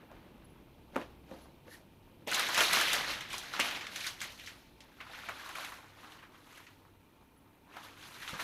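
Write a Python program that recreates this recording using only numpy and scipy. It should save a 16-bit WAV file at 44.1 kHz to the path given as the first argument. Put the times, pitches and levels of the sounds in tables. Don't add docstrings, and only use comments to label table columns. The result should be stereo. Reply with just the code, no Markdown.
import sys
import numpy as np
from scipy import signal
from scipy.fft import rfft, irfft, next_fast_len
from scipy.io import wavfile

SR = 44100
rng = np.random.default_rng(int(sys.argv[2]) if len(sys.argv) > 2 else 0)


def gain_from_decibels(decibels):
    exponent = np.asarray(decibels, float) / 20
    return 10 ** exponent


def persist_wave(psi):
    counts = np.round(np.clip(psi, -1, 1) * 32767).astype(np.int16)
    wavfile.write(sys.argv[1], SR, np.atleast_2d(counts).T)


N = 371763

LEFT_LAG_S, LAG_SPREAD_S = .0003, .0002

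# peak [t/s], rise [t/s], fall [t/s],
# force [level/dB], crispness [level/dB]. First the bare dough
DOUGH_TURNS = [
    (0.0, 0.057, 0.09, -61, -18),
    (.11, 0.052, 1, -64.5, -17),
    (1.0, 0.1, 0.15, -54.5, -4.5),
    (1.34, 0.11, 0.14, -59, -2.5),
    (1.42, .1, 0.23, -66.5, 1),
    (1.681, 0.035, 0.045, -60.5, -10),
    (1.74, 0.097, 0.084, -71, 14.5),
]
SHEET_FLAPS = [(2.284, 0.016, .11, -39, -1.5), (2.35, 0.084, 0.51, -33.5, -1), (2.5, 0.39, .15, -37, -6.5),
               (2.555, 0.059, .1, -32.5, 0), (2.585, 0.063, 0.1, -32.5, 0), (2.63, 0.11, 0.12, -30, 1.5),
               (2.753, 0.12, 0.48, -27.5, -1.5), (2.941, 0.085, 0.23, -30, -3),
               (3.099, 0.042, 0.15, -35, -2.5), (3.34, 0.075, 0.32, -43, 0.5),
               (3.47, 0.11, 0.32, -47.5, -5.5), (3.538, 0.023, 0.025, -37, -3),
               (3.56, 0.033, 0.067, -43, -6), (3.639, 0.13, 0.37, -35.5, -3), (3.87, .11, 0.23, -69, -10),
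               (3.96, 0.096, 0.18, -47.5, 3), (4.074, 0.17, 0.13, -44, 3), (4.239, 0.054, 0.12, -44, 1),
               (4.51, 0.066, 0.03, -61, -7), (4.478, 0.67, 0.32, -56, 2.5)]
SHEET_PRESSES = [(4.83, 0.081, 0.23, -66, -3), (5.012, 0.025, .06, -45, -28), (5.05, 0.29, 0.31, -64, -1.5),
                 (5.14, 0.11, 0.99, -47, -8), (5.28, 0.3, 0.24, -52, -5), (5.47, 0.24, 0.41, -46.5, -4.5),
                 (5.57, 0.084, 0.17, -45.5, -4), (5.61, 0.091, 0.21, -43, -7.5),
                 (5.69, 0.18, 0.31, -55, 2.5), (6.04, 0.13, 0.18, -52, -6),
                 (6.13, 0.075, 0.23, -54.5, -4.5), (6.235, .08, 0.083, -54.5, -14),
                 (6.35, 0.067, 0.19, -62, -4.5), (6.58, 0.31, 0.4, -58.5, -1),
                 (7.782, 0.14, 0.25, -50.5, -10.5), (7.855, 0.15, 0.17, -52, -3.5),
                 (8.04, 0.15, 1, -53, -1), (8.24, 0.12, 0.5, -47, -3), (8.295, .04, 0.064, -46, -2),
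                 (8.35, 0.035, .12, -44, -11), (8.401, 0.032, 0.14, -38.5, -3)]
# body, rustle, crispness, air [level/dB]
REST_LEVELS = [-65.5, -72, -75.5, -81.5]
LAYER_STEEPNESS = [.9, 1, 1.15, 1.35]
HANDLING_BEGINS = [0, 2.268, 4.7]


def effort():
    body_db, air_db = [7.5, -15, -17], [-4, -7.5, -3.5]
    body_per_crisp, air_per_crisp = 0.078, 1.32
    swell_db = 20
    t = np.arange(0, N + 64, 64) / SR
    power = gain_from_decibels(REST_LEVELS)[:, None] ** 2
    handling = [DOUGH_TURNS, SHEET_FLAPS, SHEET_PRESSES]
    for moves, begin, body, air in zip(handling, HANDLING_BEGINS, body_db, air_db):
        for s, rise, fall, db, crisp_db in moves:
            before = np.maximum((s - t) / max(rise, .005), 0) ** 1.6
            away = np.maximum(before, (t - s) / max(fall, .005))
            lean_db = [[body + body_per_crisp * crisp_db], [0], [crisp_db], [air + air_per_crisp * crisp_db]]
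            level_db = db + np.array(lean_db) - swell_db * np.outer(LAYER_STEEPNESS, away)
            power = power + (t >= begin) * gain_from_decibels(level_db) ** 2
    return np.array([np.interp(np.arange(N) / SR, t, np.sqrt(p)) for p in power])


LAYER_HZ = [350, 1700, 5300, 11000]
# f/Hz, level/dB per Hz
PAPER_IN_AIR = [(71, -93), (120, -13), (355, 1.5), (402, -9.5), (513, -2), (892, 1.5), (1620, 4),
                (4140, 0.5), (6910, -15.5), (7820, -19), (11500, -8.5), (16000, -27.5)]
# f/Hz, level/dB per Hz
PAPER_ON_STEEL = [(180, -34), (300, 5), (405, -8.5), (900, -1.5), (978, 3), (1530, 0), (4090, -9.5),
                  (7690, -31.5), (12300, -27.5), (16000, -51)]


def rustle(per_s, uneven_db, hiss, ring_db, cycles):
    sizes = gain_from_decibels(uneven_db * np.minimum(rng.exponential(1, N), 4)) * rng.choice([-1, 1], N)
    clumps = gain_from_decibels(1.2 * drift(90))
    buckles = rms_one(sizes * (rng.random(N) < per_s * clumps / SR))

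    pitches = np.geomspace(500, 9000, 28)
    dealt = rng.integers(0, 28, N // 500 + 1).repeat(500)[:N]
    patches = 0
    for k, hz in enumerate(pitches):
        patches = patches + ring(buckles * ((dealt - k) % 4 == 0), hz, cycles / hz) * np.sqrt(hz)
    right = buckles + hiss * rng.standard_normal(N) + gain_from_decibels(ring_db) * rms_one(patches)

    lags = np.round(SR * rng.normal(LEFT_LAG_S, LAG_SPREAD_S, N // 256 + 1)).astype(int)
    late = np.arange(N) - lags.repeat(256)[:N]
    pair = clumps * np.array([right[np.clip(late, 0, N - 1)], right])

    laid = round(5.4 * SR)
    levels, out = effort(), []
    for colour, span in [(PAPER_IN_AIR, slice(0, laid)), (PAPER_ON_STEEL, slice(laid, N))]:
        bands = split(pair[:, span], LAYER_HZ, colour)
        out.append(sum(rms_one(b) * level[span] for b, level in zip(bands, levels)))
    return np.hstack(out)


# t/s, peak level/dB, ring f/Hz, crispness level/dB. 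The sheet is pulled out and flapped
PULL_SNAPS = [(2.274, -24.5, 672, -18), (2.315, -20, 1600, -10), (2.345, -19.5, 1660, -5),
              (2.379, -36, 1680, -13), (2.395, -24, 1630, -3.5), (2.487, -26, 1120, -12),
              (2.545, -24.5, 2120, -5), (2.578, -18.5, 1090, -9), (2.607, -16, 1636, -10),
              (2.731, -15, 2300, -8.5), (2.812, -18.5, 1820, -9.5), (2.931, -21, 1710, -4),
              (3.208, -27.5, 2177, -14.5), (3.303, -30.5, 1750, -19), (3.331, -23, 1660, -13),
              (3.381, -40.5, 3800, 4.5)]
SPREAD_SNAPS = [(3.536, -47, 1580, -24), (3.598, -16.5, 2360, -11), (3.658, -48, 1240, -25),
                (3.688, -39, 3000, -36), (3.747, -25.5, 1720, -32), (3.809, -28.5, 1870, -35),
                (3.865, -38, 2260, -23.5), (3.959, -31, 2400, -9), (4.006, -29, 2560, -20),
                (4.043, -28.5, 2450, -24), (4.068, -23.5, 2490, -12.5), (4.204, -36, 3500, -27),
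                (4.215, -24, 2270, -10.5), (4.395, -38.5, 1990, -17), (4.462, -37.5, 3400, -29),
                (4.472, -33.5, 2100, -23)]
LOWER_SNAPS = [(4.805, -45.5, 3210, -14), (4.917, -54, 1790, -24), (5.004, -34.5, 1370, -39),
               (5.067, -38, 1460, -28), (5.097, -41, 826, -22), (5.134, -34.5, 1470, -28),
               (5.287, -28, 1560, -20), (5.397, -36, 1700, -25), (5.491, -33.5, 1300, -12),
               (5.553, -29.5, 1540, -21), (5.647, -30, 2760, -17), (5.719, -38, 1110, -20),
               (5.785, -43, 1060, -24), (5.827, -45, 861, -33), (5.882, -51, 1530, -8.5),
               (6.12, -38, 1850, -20), (6.228, -44, 1140, -27), (6.345, -47, 1330, -25),
               (6.526, -43, 1500, -12), (6.576, -39, 1350, -14), (6.667, -41, 1970, -36),
               (6.851, -52, 1060, -31)]
TUCK_SNAPS = [
    (7.708, -55, 880, -25),
    (7.762, -60, 1030, -26),
    (7.968, -46, 1650, -23),
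    (8.026, -36.5, 1655, -23),
    (8.222, -34, 1990, -28),
    (8.278, -29, 1900, -30),
    (8.336, -29, 1630, -37),
    (8.393, -30, 1260, -34),
]
DEEP_FOLDS = [
    (2.609, -14, 730, -30),
    (3.34, -22, 1180, -36),
    (5.01, -34, 1290, -34),
    (5.287, -30, 1020, -33),
    (5.292, -30, 887, -23),
    (7.766, -30.5, 1020, -34),
    (8.396, -24, 1180, -41),
]
DRY_TICKS = [
    (0.1156, -48, 1410, -22),
    (1.015, -37, 1460, -26),
    (1.68, -44, 1840, -25),
    (2.745, -27, 2240, -27),
    (3.5364, -26, 1520, -20),
    (3.869, -27, 2170, -17),
    (3.9609, -24, 2230, -24),
    (4.0653, -22.5, 2320, -20),
    (6.851, -52, 1044, -31),
    (7.764, -39, 1590, -30),
]


def snaps(crack_db, width, rise_s):
    tables = [PULL_SNAPS, SPREAD_SNAPS, LOWER_SNAPS, TUCK_SNAPS, DEEP_FOLDS, DRY_TICKS]
    t60s = [0.053, 0.094, 0.052, 0.12, 0.027, 0.0096]   # s, per table, at 1700 Hz
    out, t = np.zeros((2, N + SR)), np.arange(SR // 6) / SR
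    rows = [(*row, t60) for table, t60 in zip(tables, t60s) for row in table]
    noise = rng.standard_normal((len(rows), len(t)))
    lags = rng.normal(LEFT_LAG_S, LAG_SPREAD_S, len(rows))
    for (s, db, hz, crisp_db, t60), white, lag in zip(rows, noise, lags):
        fall = gain_from_decibels(-60 * t / (t60 * (hz / 1700) ** -0.18))
        swell = white * fall * np.minimum(t / rise_s, 1)
        patch = rms_one(band(swell, hz / 1.58, hz * width)) + .5 * rms_one(ring(swell, hz, 35.0 / hz))
        crack = band((white + 1.3 * (t == 0)) * fall * gain_from_decibels(-1500 * t), 1800, 10400)
        crack = gain_from_decibels(crisp_db + crack_db) * crack / np.abs(crack).max()
        add(out, gain_from_decibels(db) * (rms_one(patch) * np.std(fall) + crack), s, lag)
    return out[:, :N]


# t/s, peak level/dB, ring f/Hz
BUCKLES = [(0.115, -40, 1010), (0.948, -42, 1780), (0.963, -25, 1250), (1.014, -40, 907),
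           (1.314, -53, 1060), (1.68, -46, 1840), (2.325, -18.5, 1670), (2.382, -26, 1770),
           (2.394, -20, 1590), (2.578, -16.5, 1080), (2.606, -9, 3020), (2.615, -12, 1680),
           (2.639, -19, 2930), (2.711, -19, 2060), (2.729, -21, 2290), (2.738, -16, 1150),
           (2.75, -15, 2510), (2.771, -21, 2600), (2.795, -22, 1300), (2.883, -14.5, 2970),
           (2.935, -21, 1900), (2.965, -23, 1580), (3.329, -28, 1720), (3.382, -25, 4790),
           (3.451, -42, 2400), (3.538, -26, 1450), (3.608, -13, 2450), (3.687, -21, 2930),
           (3.711, -22, 3100), (3.868, -27, 2190), (3.918, -37, 2020), (4.205, -27, 3520),
           (4.216, -30, 1600), (4.396, -43, 2010), (4.446, -36, 4400), (4.461, -34, 3430),
           (4.475, -33.5, 1910), (4.806, -40, 3210), (4.986, -47, 1450), (5.014, -37, 1540),
           (5.188, -32, 1830), (5.235, -34.5, 1370), (5.287, -32, 1500), (5.294, -26, 1260),
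           (5.3, -36, 926), (5.556, -30, 1610), (5.585, -27, 1050), (5.648, -37, 2680),
           (5.722, -33.5, 1150), (6.033, -42, 1140), (6.667, -43, 2020), (6.851, -49, 1040),
           (7.741, -42, 1110), (7.769, -30.5, 1590), (7.885, -39, 2200), (8.277, -28, 1830),
           (8.292, -37, 1290), (8.392, -31, 1280), (8.397, -33, 1100)]


def cracks(crack_db, cycles, bright_db, echo_s):
    out, click = np.zeros((2, N + SR)), np.zeros(SR // 40)
    click[[0, round(echo_s * SR), round(2.6 * echo_s * SR)]] = 1, -.6, .4
    bright = band(click, 2500, 15000)
    bright = gain_from_decibels(bright_db) * bright / np.abs(bright).max()
    for s, db, hz in BUCKLES:
        body = band(ring(click, hz, cycles / hz), hz / 2, hz * 2)
        add(out, gain_from_decibels(db + crack_db) * (body / np.abs(body).max() + bright), s, lag_s=.00006)
    return out[:, :N]


# t/s, peak level/dB, slap level/dB re thud, t60 [t/s]
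HAND_PATS = [(0.115, -44.5, 3, 0.0066), (0.165, -62, 7, 0.013), (0.939, -46, -2, 0.016),
             (0.948, -49, -5, 0.006), (0.959, -23.5, 3, 0.012), (0.964, -21.5, 2, 0.0039),
             (1.015, -35, 7.5, 0.008), (1.313, -33.5, -1, 0.0074), (1.338, -38, -6, 0.004),
             (1.68, -45, 1.5, 0.0097), (2.221, -48, -32, 0.0084), (2.272, -32, -2, 0.0043),
             (3.595, -24, 9, 0.021), (8.33, -37.5, -9, 0.024)]
# f/Hz, level/dB, t60 [t/s]
DOUGH_MODES = [(276, 2.5, 0.15), (366, 1, 0.078), (542, 11, 0.096), (914, 1, 0.11), (1260, 0.5, 0.011),
               (1750, -1.5, 0.019)]


def pats(thud_db):
    out, t = np.zeros((2, N + SR)), np.arange(SR // 4) / SR
    noise = rng.standard_normal((len(HAND_PATS), len(t)))
    strengths = rng.normal(0, 2, (len(HAND_PATS), len(DOUGH_MODES)))
    for (s, db, slap_db, t60), white, own in zip(HAND_PATS, noise, strengths):
        push = white * gain_from_decibels(-60 * t / np.clip(t60, .002, .2))
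        thud = 0
        for (hz, level, ring_s), own_db in zip(DOUGH_MODES, own):
            thud = thud + gain_from_decibels(level + own_db) * ring(push, hz, np.clip(ring_s, .005, .045))
        thud = band(thud, 190, 6000)
        slap = band(.15 * white * gain_from_decibels(-9000 * t) + (t == 0), 500, 2300)
        blow = thud / np.abs(thud).max() + gain_from_decibels(slap_db) * slap / np.abs(slap).max()
        add(out, gain_from_decibels(db + thud_db) * blow, s, lag_s=.0001)
    return out[:, :N]


# on [t/s], off [t/s], f/Hz, width [f/Hz], level/dB
FINGER_DRAG = (1.705, 1.752, 1850, 200, -57)


def squeak():
    on, off, hz, width_hz, db = FINGER_DRAG
    t = np.arange(N) / SR
    gate = np.clip(np.minimum(t - on, off - t) / .005, 0, 1) * gain_from_decibels(1.5 * drift(30))
    return gain_from_decibels(db) * gate * rms_one(band(rng.standard_normal(N), hz - width_hz / 2, hz + width_hz / 2))


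# t/s, peak level/dB
BENCH_THUMPS = [
    (0.96, -43),
    (2.323, -50),
    (8.33, -34),
]
# f/Hz, level/dB, t60 [t/s]
BENCH_MODES = [(111, -8, 0.16), (152, 0.5, 0.18), (192, 2, 0.14)]


def bench():
    clicks = np.zeros(N)
    for s, db in BENCH_THUMPS:
        clicks[round(s * SR)] = gain_from_decibels(db)
    push = np.convolve(clicks, np.hanning(90) / 44.5)[:N]
    return sum(gain_from_decibels(db - 11) * ring(push, hz, t60) for hz, db, t60 in BENCH_MODES)


# f/Hz, t60 [t/s]
KITCHEN_T60 = [(150, 0.16), (500, 0.14), (1500, 0.17), (4000, 0.14), (8000, 0.065), (14000, 0.17)]
ECHO_BANDS_HZ = [60, 140, 250, 400, 600, 850, 1200, 1700, 2500, 4000, 6500, 10000, 15000]
# f/Hz, correlation [ratio]
PORT_LIKENESS = [(60, 0.9), (180, 0.79), (550, 0.8), (1650, 0.8), (4970, 0.16), (15000, 0.23)]


def kitchen(x):
    out, delay = 0, round(0.0046 * SR)
    direct = split(x.mean(0), ECHO_BANDS_HZ)
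    diffuse = split(rng.standard_normal((2, N)), ECHO_BANDS_HZ)
    for hz, sound, (mid, side) in zip(ECHO_BANDS_HZ, direct, diffuse):
        r = gain_from_decibels(-120 / (at_hz(KITCHEN_T60, hz) * SR))
        energy = signal.lfilter([1 - r], [1, -r], np.r_[np.zeros(delay), sound[:N - delay] ** 2])
        out = out + np.sqrt(energy / 2) * spread(rms_one(mid), rms_one(side), hz)
    return out


# on [t/s], off [t/s], level/dB
MOTOR_RUNS = [
    (.445, .547, -69),
    (1.41, 1.495, -71),
    (7.357, 7.455, -76),
]


def whine():
    t = np.arange(N) / SR
    gate = 0
    for on, off, db in MOTOR_RUNS:
        gate = gate + gain_from_decibels(db) * np.clip(np.minimum(t - on, off - t) / 0.0024, 0, 1)
    return gate * gain_from_decibels(8.3 * drift(40)) * np.sin(2 * np.pi * 11005 * t) * [[1], [0]]


# f/Hz, level/dB per Hz
FAN_SPECTRUM = [(12, -40), (20, 1), (86, -1), (123, 3), (319, -3), (527, -10), (574, -47), (624, -21),
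                (802, -13), (923, -28), (1000, -50), (2320, -27), (6180, -50.5), (11800, -27),
                (13500, -28.5), (16000, -35)]
# t/s, level/dB
BUILDING_RUMBLE = [(0.0, -61), (1.36, -64), (1.83, -64.5), (2.96, -61.5), (4.81, -67.5), (7.44, -70.5),
                   (8.43, -65)]


def fans(patchy_db):
    rumble_db, = in_time(BUILDING_RUMBLE)
    edges_hz = 22 * 2 ** np.arange(0, 9.6, .5)
    white, out = rng.standard_normal((2, 2, N)), 0
    for k, (low, high) in enumerate(zip(edges_hz, edges_hz[1:])):
        mid, side = band(white[k % 2], low, high)
        hz = np.sqrt(low * high)
        follows = 1 if hz < 130 else 0.92 if hz < 5000 else 0
        wander = (rumble_db - rumble_db.mean()) * follows
        level = gain_from_decibels(at_hz(FAN_SPECTRUM, hz) + wander + patchy_db * drift(7.8))
        out = out + level * spread(mid, side, hz)
    return gain_from_decibels(-61.5) * rms_one(out)


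# t/s, firing f/Hz, level/dB
ENGINE_PULL = [(0, 50.6, -81), (.4, 56, -68), (.75, 60, -71), (1.1, 63.1, -65), (1.45, 66.8, -64),
               (1.7, 70.5, -85), (2.2, 78.7, -70), (2.6, 70, -87.5), (3.1, 63.2, -60), (3.3, 52.5, -84),
               (4.2, 55, -73.5), (5.4, 59, -69), (6, 58.3, -81)]
# f/Hz, width [f/Hz], level/dB
HUM_TONES = [
    (98.2, 3, -73),
    (269, 12, -73.5),
    (896, 27, -76),
    (2390, 80, -82),
]


def drone():
    hz, db = in_time(ENGINE_PULL)
    level = np.sqrt(2) * gain_from_decibels(db + 1.5 * drift(3.9))
    out = level * np.sin(2 * np.pi * np.cumsum(hz * (1 + 0.016 * drift(1.4))) / SR)
    white = rng.standard_normal(N)
    for tone_hz, width_hz, tone_db in HUM_TONES:
        out = out + gain_from_decibels(tone_db) * rms_one(ring(white, tone_hz, np.log(1000) / np.pi / width_hz))
    return out


# f/Hz, level/dB
BENCH_BALANCE = [(60, -4), (92, 15), (140, -2.5), (210, 0), (330, -0.5), (500, -2), (770, 2), (1170, 1.5),
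                 (1790, 3), (2740, 1), (4190, 5.5), (6410, -16.5), (9810, 2.5), (15000, 4)]
# f/Hz, level/dB
DIFFUSE_BALANCE = [(60, 4), (130, 1.5), (290, 2), (640, -7), (1410, -4), (3100, 33.5), (6820, 17.5),
                   (15000, 9.5)]


def ports(x, balance):
    size = next_fast_len(N)
    lean = at_hz(balance, np.maximum(np.fft.rfftfreq(size, 1 / SR), 1)) / 2
    return irfft(rfft(x, size) * gain_from_decibels([lean, -lean]), size)[:, :N]


def spread(mid, side, hz):
    alike = np.clip(at_hz(PORT_LIKENESS, hz), 0, 1)
    return np.sqrt(1 + alike) * mid + np.sqrt(1 - alike) * side * [[1], [-1]]


def add(out, sound, s, lag_s):
    for port, at in enumerate([round((s + lag_s) * SR), round(s * SR)]):
        out[port, at:at + len(sound)] += sound


def rms_one(x):
    return x / np.sqrt(np.mean(x ** 2) + 1e-20)


def in_time(rows):
    s, *columns = np.transpose(rows)
    return [np.interp(np.arange(N) / SR, s, c) for c in columns]


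def at_hz(points, hz):
    points = np.array(points)
    return np.interp(np.log(hz), np.log(points[:, 0]), points[:, 1])


def drift(rate):
    r = np.exp(-80 * np.pi * rate / SR)
    slow = signal.lfilter([1], [1, -2 * r, r * r], rng.standard_normal(N // 40 + 2002))[2000:]
    return np.interp(np.arange(N) / 40, np.arange(len(slow)), rms_one(slow))


def band(x, low_hz, high_hz):
    sos = signal.butter(2, [low_hz, min(high_hz, .45 * SR)], "band", fs=SR, output="sos")
    return signal.sosfilt(sos, x)


def ring(x, hz, t60):
    r, w = gain_from_decibels(-60 / (t60 * SR)), 2 * np.pi * hz / SR
    return signal.lfilter([0, np.sin(w)], [1, -2 * r * np.cos(w), r * r], x + 1e-18)


def split(x, centres_hz, colour=None):
    size = next_fast_len(x.shape[-1])
    hz = np.maximum(np.fft.rfftfreq(size, 1 / SR), 1)
    spectrum = rfft(x, size) * (gain_from_decibels(at_hz(colour, hz)) if colour else 1)
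    shares = [np.interp(np.log(hz), np.log(centres_hz), one) for one in np.eye(len(centres_hz))]
    return [irfft(spectrum * share, size)[..., :x.shape[-1]] for share in shares]


def scene():
    sheet = gain_from_decibels(-3.5) * rustle(per_s=5000, uneven_db=3.0, hiss=0.85, ring_db=-12.5, cycles=34.0)
    sheet = sheet + squeak()
    creases = gain_from_decibels(-6.0) * snaps(crack_db=13.5, width=1.73, rise_s=0.00018)
    creases = creases + cracks(crack_db=-4, cycles=10, bright_db=-6.0, echo_s=.0011)
    hands = pats(thud_db=-3.0)
    echoes = kitchen(gain_from_decibels(-1.0) * sheet + gain_from_decibels(-2.0) * creases + gain_from_decibels(-4.0) * hands)
    near = ports(sheet + creases + hands + echoes, BENCH_BALANCE)
    around = ports(fans(patchy_db=.5), DIFFUSE_BALANCE)
    boom = bench() * gain_from_decibels([[2.5], [-4]])
    return near + around + whine() + drone() + boom


def roll_off(x):
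    return signal.sosfilt(signal.butter(12, 16310, fs=SR, output="sos"), x)


def record(dry):
    low_pass = signal.cheby2(16, 70, 16250, fs=SR, output="sos")
    return roll_off(signal.sosfilt(low_pass, dry))


dry = scene()
out = record(dry)
persist_wave(out)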